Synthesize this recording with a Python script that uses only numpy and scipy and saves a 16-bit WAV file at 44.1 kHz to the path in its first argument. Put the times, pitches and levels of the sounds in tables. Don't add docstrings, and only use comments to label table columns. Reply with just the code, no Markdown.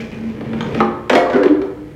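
import sys
import numpy as np
from scipy import signal
from scipy.io import wavfile

SR = 44100
rng = np.random.default_rng(int(sys.argv[2]) if len(sys.argv) > 2 else 0)


def wav_out(sig):
    wavfile.write(sys.argv[1], SR, np.round(np.clip(np.atleast_2d(sig).T, -1, 1) * 32767).astype(np.int16))


N = 85995
TIME = np.arange(N) / SR
EDGES_HZ = 22 * 2 ** np.arange(0, 9.7, .4)
SLIPS_PER_S, SLIP_SPREAD_DB = 900, 1.5
LOW_CUT_HZ = 163
RING_WAVER = .014


def from_db(db):
    return 10 ** (np.asarray(db) / 20)


def rms_one(x):
    return x / np.sqrt(np.mean(x ** 2))


def at_hz(points, hz, axis=1):
    points = np.array(points)
    return np.interp(np.log(hz), np.log(points[:, 0]), points[:, axis])


def level(curve):
    return from_db(np.interp(TIME, *np.transpose(curve)))


def dying(t, t60):
    return np.exp(-np.log(1000) * np.maximum(t, 0) / t60)


def drift(rate):
    return np.interp(TIME * rate, np.arange(1000), rng.standard_normal(1000))


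def wavering(hz, waver):
    pitch = hz * (1 + waver * drift(113))
    return np.sin(2 * np.pi * np.cumsum(pitch) / SR)


def bands():
    for low, high in zip(EDGES_HZ, EDGES_HZ[1:]):
        sos = signal.butter(2, [low, high], "band", fs=SR, output="sos")
        yield np.sqrt(low * high), (high - low) / (SR / 2), sos


def coloured(x, spectrum):
    out = np.zeros(N)
    for k, (hz, _, sos) in enumerate(bands()):
        out += (-1) ** k * from_db(at_hz(spectrum, hz)) * signal.sosfilt(sos, x)
    return rms_one(out)


def ring(clicks, hz, t60):
    r, w = dying(1 / SR, t60), 2 * np.pi * hz / SR
    return signal.lfilter([0, np.sin(w)], [1, -2 * r * np.cos(w), r * r], clicks + 1e-18)


def add(out, s, sound):
    start = int(s * SR)
    out[start:start + len(sound)] += sound[:N - start]


def slips(per_s=SLIPS_PER_S):
    sizes = from_db(SLIP_SPREAD_DB * np.minimum(rng.exponential(1, N), 4))
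    signs = rng.choice([-1, 1], N)
    return sizes * signs * (rng.random(N) < per_s / SR)


def thin_walled(x):
    return signal.sosfilt(signal.butter(4, LOW_CUT_HZ, "high", fs=SR, output="sos"), x)


def struck(knocks, modes):
    out = np.zeros(N)
    for s, knock_db in knocks:
        for k, (hz, db, t60) in enumerate(modes):
            tone = dying(TIME, t60) * wavering(hz, RING_WAVER)
            add(out, s, (-1) ** k * from_db(knock_db + db) * tone)
    return out


# (time [s], level [dB])
DRAG_LEVEL = [(0, -23), (.08, -38), (.14, -31), (.36, -32), (.45, -28.5), (.6, -24.5), (.79, -23.5),
              (.87, -31), (1.12, -39)]
# (frequency [Hz], relative level per Hz [dB])
DRAG_COLOUR = [(60, -11), (120, 8.5), (170, 3), (450, -0.5), (700, -17), (1300, -22), (2300, -16.5),
               (5000, -41.5), (9000, -54), (15000, -64.5)]


def jug_drag():
    return level(DRAG_LEVEL) * coloured(slips(), DRAG_COLOUR)


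# (time [s], level before the resonance joins [dB])
FOOT_LEVEL = [(0, -35.5), (.085, -53.5), (.125, -43), (.2, -55.5), (.3, -49.5), (.42, -66), (.73, -45.5),
              (.755, -43), (.80, -39.5), (.83, -83)]
# (frequency [Hz], relative level per Hz [dB])
FOOT_COLOUR = [(800, 6.5), (2000, -10.5), (2900, 0.5), (4200, -11.5), (5500, 0.5), (7500, -25),
               (15000, -49.5)]
FOOT_SLIPS_PER_S = 220
FOOT_RING_HZ, FOOT_RING_T60_S, FOOT_RING_DB = 2460, 0.0099, 5


def foot_hiss():
    hiss = coloured(slips(FOOT_SLIPS_PER_S), FOOT_COLOUR)
    resonance = rms_one(ring(slips(), FOOT_RING_HZ, FOOT_RING_T60_S))
    return level(FOOT_LEVEL) * (hiss + from_db(FOOT_RING_DB) * resonance)


# (time [s], level before HUM_DB is added [dB])
HUM_LEVEL = [(0.0, -24.5), (0.06, -28.5), (0.088, -40.5), (0.266, -20.5), (0.306, -21), (0.366, -42),
             (0.412, -22), (0.444, -33.5), (0.558, -19), (0.714, -31.5), (0.802, -14.5), (0.908, -23),
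             (0.966, -46), (1.0, -34)]
HUM_HZ, HUM_WAVER, HUM_DB, HUM_T60_S = 222.4, 0.025, 2, 0.53


def jug_hum():
    dying_away = dying(TIME - HUM_LEVEL[-1][0], HUM_T60_S)
    return from_db(HUM_DB) * level(HUM_LEVEL) * dying_away * wavering(HUM_HZ, HUM_WAVER)


# (frequency [Hz], relative level per Hz [dB])
ROOM_TONE_COLOUR = [(25, -31), (40, -41), (56, 17), (85, 2), (120, 8), (330, -31), (4000, -27),
                    (16000, -38)]
ROOM_TONE_DB = -42.5


def room_tone():
    return from_db(ROOM_TONE_DB) * coloured(rng.standard_normal(N), ROOM_TONE_COLOUR)


# (time [s], bass [dB], middle [dB], clack [dB], tick [dB]), all relative levels
CONTACTS = [(0.409, -19.5, -26, -31, -49), (0.532, -21.5, -23.5, -26, -49), (0.607, -48, -13, -24, -37.5),
            (0.747, -14.5, -21, -19, -38), (0.804, -29, -8, -13, -36), (1.096, -11.5, -6.5, -10, -20),
            (1.100, -20.5, -15, -6.5, -40), (1.131, -10.5, -4, -12.5, -25.5), (1.152, -15.5, -17, -10, -19),
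            (1.155, -11, -13, -30.5, -37), (1.177, -40, -27, -22, -45), (1.267, -28, -15, -35, -51),
            (1.300, -23.5, -34, -23, -38), (1.332, -18, -27, -24, -38.5), (1.342, -11.5, -26, -21.5, -48),
            (1.433, -30, -13, -17, -32.5), (1.458, -9.5, -24.5, -20.5, -42.5),
            (1.480, -40, -36, -20.5, -57.5), (1.616, -24, -23, -29, -43)]
# bass, middle, clack, tick (frequency [Hz])
CONTACT_HZ = (280, 950, 2400, 6500)
# (frequency [Hz], relative level [dB])
PLASTIC = [(100, -23), (160, -16), (250, 4), (500, 2), (850, -5.5), (2800, 0), (7000, -7.5), (15000, -26)]
CONTACT_DB, CONTACT_T60_S = 14.5, 0.047
SNAP_SHARE = 0.43


def contacts():
    t = TIME[:SR // 8]
    rattles = rng.standard_normal((len(CONTACTS), len(t))) * dying(t, CONTACT_T60_S)
    rattles /= np.linalg.norm(rattles, axis=1, keepdims=True)
    rattles[:, 0] += SNAP_SHARE
    out = np.zeros(N)
    for k, (hz, _, sos) in enumerate(bands()):
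        if hz <= PLASTIC[0][0]:
            continue
        for (s, *dbs), part in zip(CONTACTS, signal.sosfilt(sos, rattles)):
            own_db = np.interp(np.log(hz), np.log(CONTACT_HZ), dbs)
            gain = from_db(CONTACT_DB + at_hz(PLASTIC, hz) + own_db)
            add(out, s, (-1) ** k * gain * part / np.linalg.norm(part))
    return thin_walled(out)


# (time [s], relative level [dB])
JUG_KNOCKS = [(0.607, -23), (0.804, 0.5)]
# (frequency [Hz], relative level [dB], t60 [s])
JUG_MODES = [(272.2, -21.5, 0.54), (356, -15, 0.54), (444.4, -10, 0.11), (479, -19, 0.39), (539, -24, 0.63),
             (805, -13.5, 0.36), (887, -19, 0.38), (1010, -26.5, 0.23), (1078, -26, 0.79),
             (1174, -19, 0.35), (1220, -17.5, 0.35), (1253, -4, 0.045), (1320, -24, 0.14)]


def jug_knocks():
    return struck(JUG_KNOCKS, JUG_MODES)


# (time [s], relative level [dB])
CAP_CLICKS = [(0.607, -24.5), (0.628, -32)]
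# (frequency [Hz], relative level [dB], t60 [s])
CAP_MODES = [(1200, -7, .05), (3170, -1, .036), (3520, -1, .028), (4150, -7, .014), (6300, -12, .016),
             (6750, -9, .016)]


def cap_clicks():
    return struck(CAP_CLICKS, CAP_MODES)


# (time [s], level before the bass cut [dB])
SCRAPE_LEVEL = [(1.09, -96), (1.11, -38), (1.18, -15.5), (1.24, -42.5), (1.32, -23), (1.37, -15.5),
                (1.45, -39.5), (1.66, -39), (1.75, -60)]
# (frequency [Hz], relative level per Hz [dB])
SCRAPE_COLOUR = [(200, -0.5), (550, 6), (850, -6.5), (1600, -8.5), (2200, -9.5), (2900, -21.5),
                 (6000, -37.5), (14000, -73)]


def lid_scrape():
    return thin_walled(level(SCRAPE_LEVEL) * coloured(slips(), SCRAPE_COLOUR))


# (time [s], relative level [dB])
LID_KNOCKS = [(1.097, -10.5), (1.154, -3.5)]
# (frequency [Hz], relative level [dB], t60 [s])
LID_MODES = [(277.1, -23, 0.98), (350.4, -17.5, 1), (431, -17, 0.67), (481, -16, 0.94), (522, -9.5, 0.9),
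             (601.2, -10, 0.51), (693.7, -11.5, 0.54), (876, -23, 1), (931, -22, 0.69), (977, -26.5, 1),
             (1930, -17, 0.43), (2047, -13.5, 0.12), (2190, -16.5, 0.33), (3255, -17.5, 0.08),
             (3580, -20, 0.099)]


def lid_knocks():
    return struck(LID_KNOCKS, LID_MODES)


# (time [s], length before the release [s], mid-groan pitch [Hz], level before flutter and bass cut [dB])
GROANS = [(1.098, 0.051, 258.5, -12.5), (1.263, .008, 1138, -15), (1.328, 0.041, 1466, -23.5),
          (1.336, 0.03, 258.9, -10.5), (1.349, 0.045, 394.3, -10.5), (1.362, .075, 498.4, -17),
          (1.39, .06, 283.7, -14), (1.42, 0.018, 1601, -19.5), (1.429, 0.019, 383.5, -8.5),
          (1.453, 0.012, 371, -2.5), (1.491, 0.037, 299.7, -6.5), (1.538, 0.023, 380, -13),
          (1.616, 0.042, 391, -16.5), (1.668, 0.033, 495.2, -28), (1.763, 0.078, 303, -29.5)]
GROAN_RISE_S, GROAN_T60_S, GROAN_FLUTTER_DB = 0.0081, 0.057, 1.5
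GROAN_WAVER, GROAN_SAG_PER_S = .03, 0.36
GROAN_TAIL_DB, GROAN_TAIL_CYCLES = -17.5, 136


def groans():
    out = np.zeros(N)
    for s, length, hz, db in GROANS:
        pitch = hz * (1 - GROAN_SAG_PER_S * (np.minimum(TIME, length) - length / 2))
        after = TIME - length
        drop = dying(after, GROAN_T60_S)
        tail = from_db(GROAN_TAIL_DB) * dying(after, GROAN_TAIL_CYCLES / hz)
        swell = np.minimum(TIME / GROAN_RISE_S, 1) * np.maximum(drop, tail)
        flutter = from_db(db + GROAN_FLUTTER_DB * drift(80))
        add(out, s, flutter * swell * wavering(pitch, GROAN_WAVER))
    return thin_walled(out)


# (frequency [Hz], t60 [s], relative level of the reverberation [dB])
ROOM = [(121, 1, -12.5), (366, 0.5, -0.5), (1000, 0.8, 3), (2500, 0.45, -4.5), (6000, 0.43, -2),
        (14000, .3, -2.5)]
ROOM_BUILD_S = 0.014


def room(x):
    t = TIME[:SR]
    white = rng.standard_normal((2, SR))
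    tail = np.zeros(SR)
    for k, (hz, share, sos) in enumerate(bands()):
        shape = np.minimum(t / ROOM_BUILD_S, 1) * dying(t, at_hz(ROOM, hz))
        part = signal.sosfilt(sos, white[k % 2] * shape)
        tail += from_db(at_hz(ROOM, hz, axis=2)) * np.sqrt(share) * part / np.linalg.norm(part)
    return signal.fftconvolve(x, tail)[:N]


GROAN_ROOM_DB, STRUCK_ROOM_DB = -4.5, -9.5


def scene():
    clatter = jug_drag() + foot_hiss() + contacts() + cap_clicks() + lid_scrape()
    knocks = jug_knocks() + lid_knocks()
    hollow = groans()
    wet = room(clatter + from_db(GROAN_ROOM_DB) * hollow + from_db(STRUCK_ROOM_DB) * knocks)
    return (clatter + knocks + hollow + jug_hum() + wet + room_tone())[None]


RUMBLE_CUT_HZ, CUTOFF_HZ = 48, 16500
DIP_HZ, DIP_WIDTH_HZ, DIP_DB = 2605, 490, -5.5
CEILING = 1.05


def record(dry):
    rumble_cut = signal.butter(2, RUMBLE_CUT_HZ, "high", fs=SR, output="sos")
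    heard = signal.sosfilt(rumble_cut, dry)
    dip_band = signal.lfilter(*signal.iirpeak(DIP_HZ, DIP_HZ / DIP_WIDTH_HZ, fs=SR), heard)
    heard = heard - (1 - from_db(DIP_DB)) * dip_band
    rounded = heard / (1 + (heard / CEILING) ** 6) ** (1 / 6)
    top_cut = signal.ellip(10, .2, 80, CUTOFF_HZ, fs=SR, output="sos")
    return signal.sosfilt(top_cut, rounded)


dry = scene()
out = record(dry)
wav_out(out)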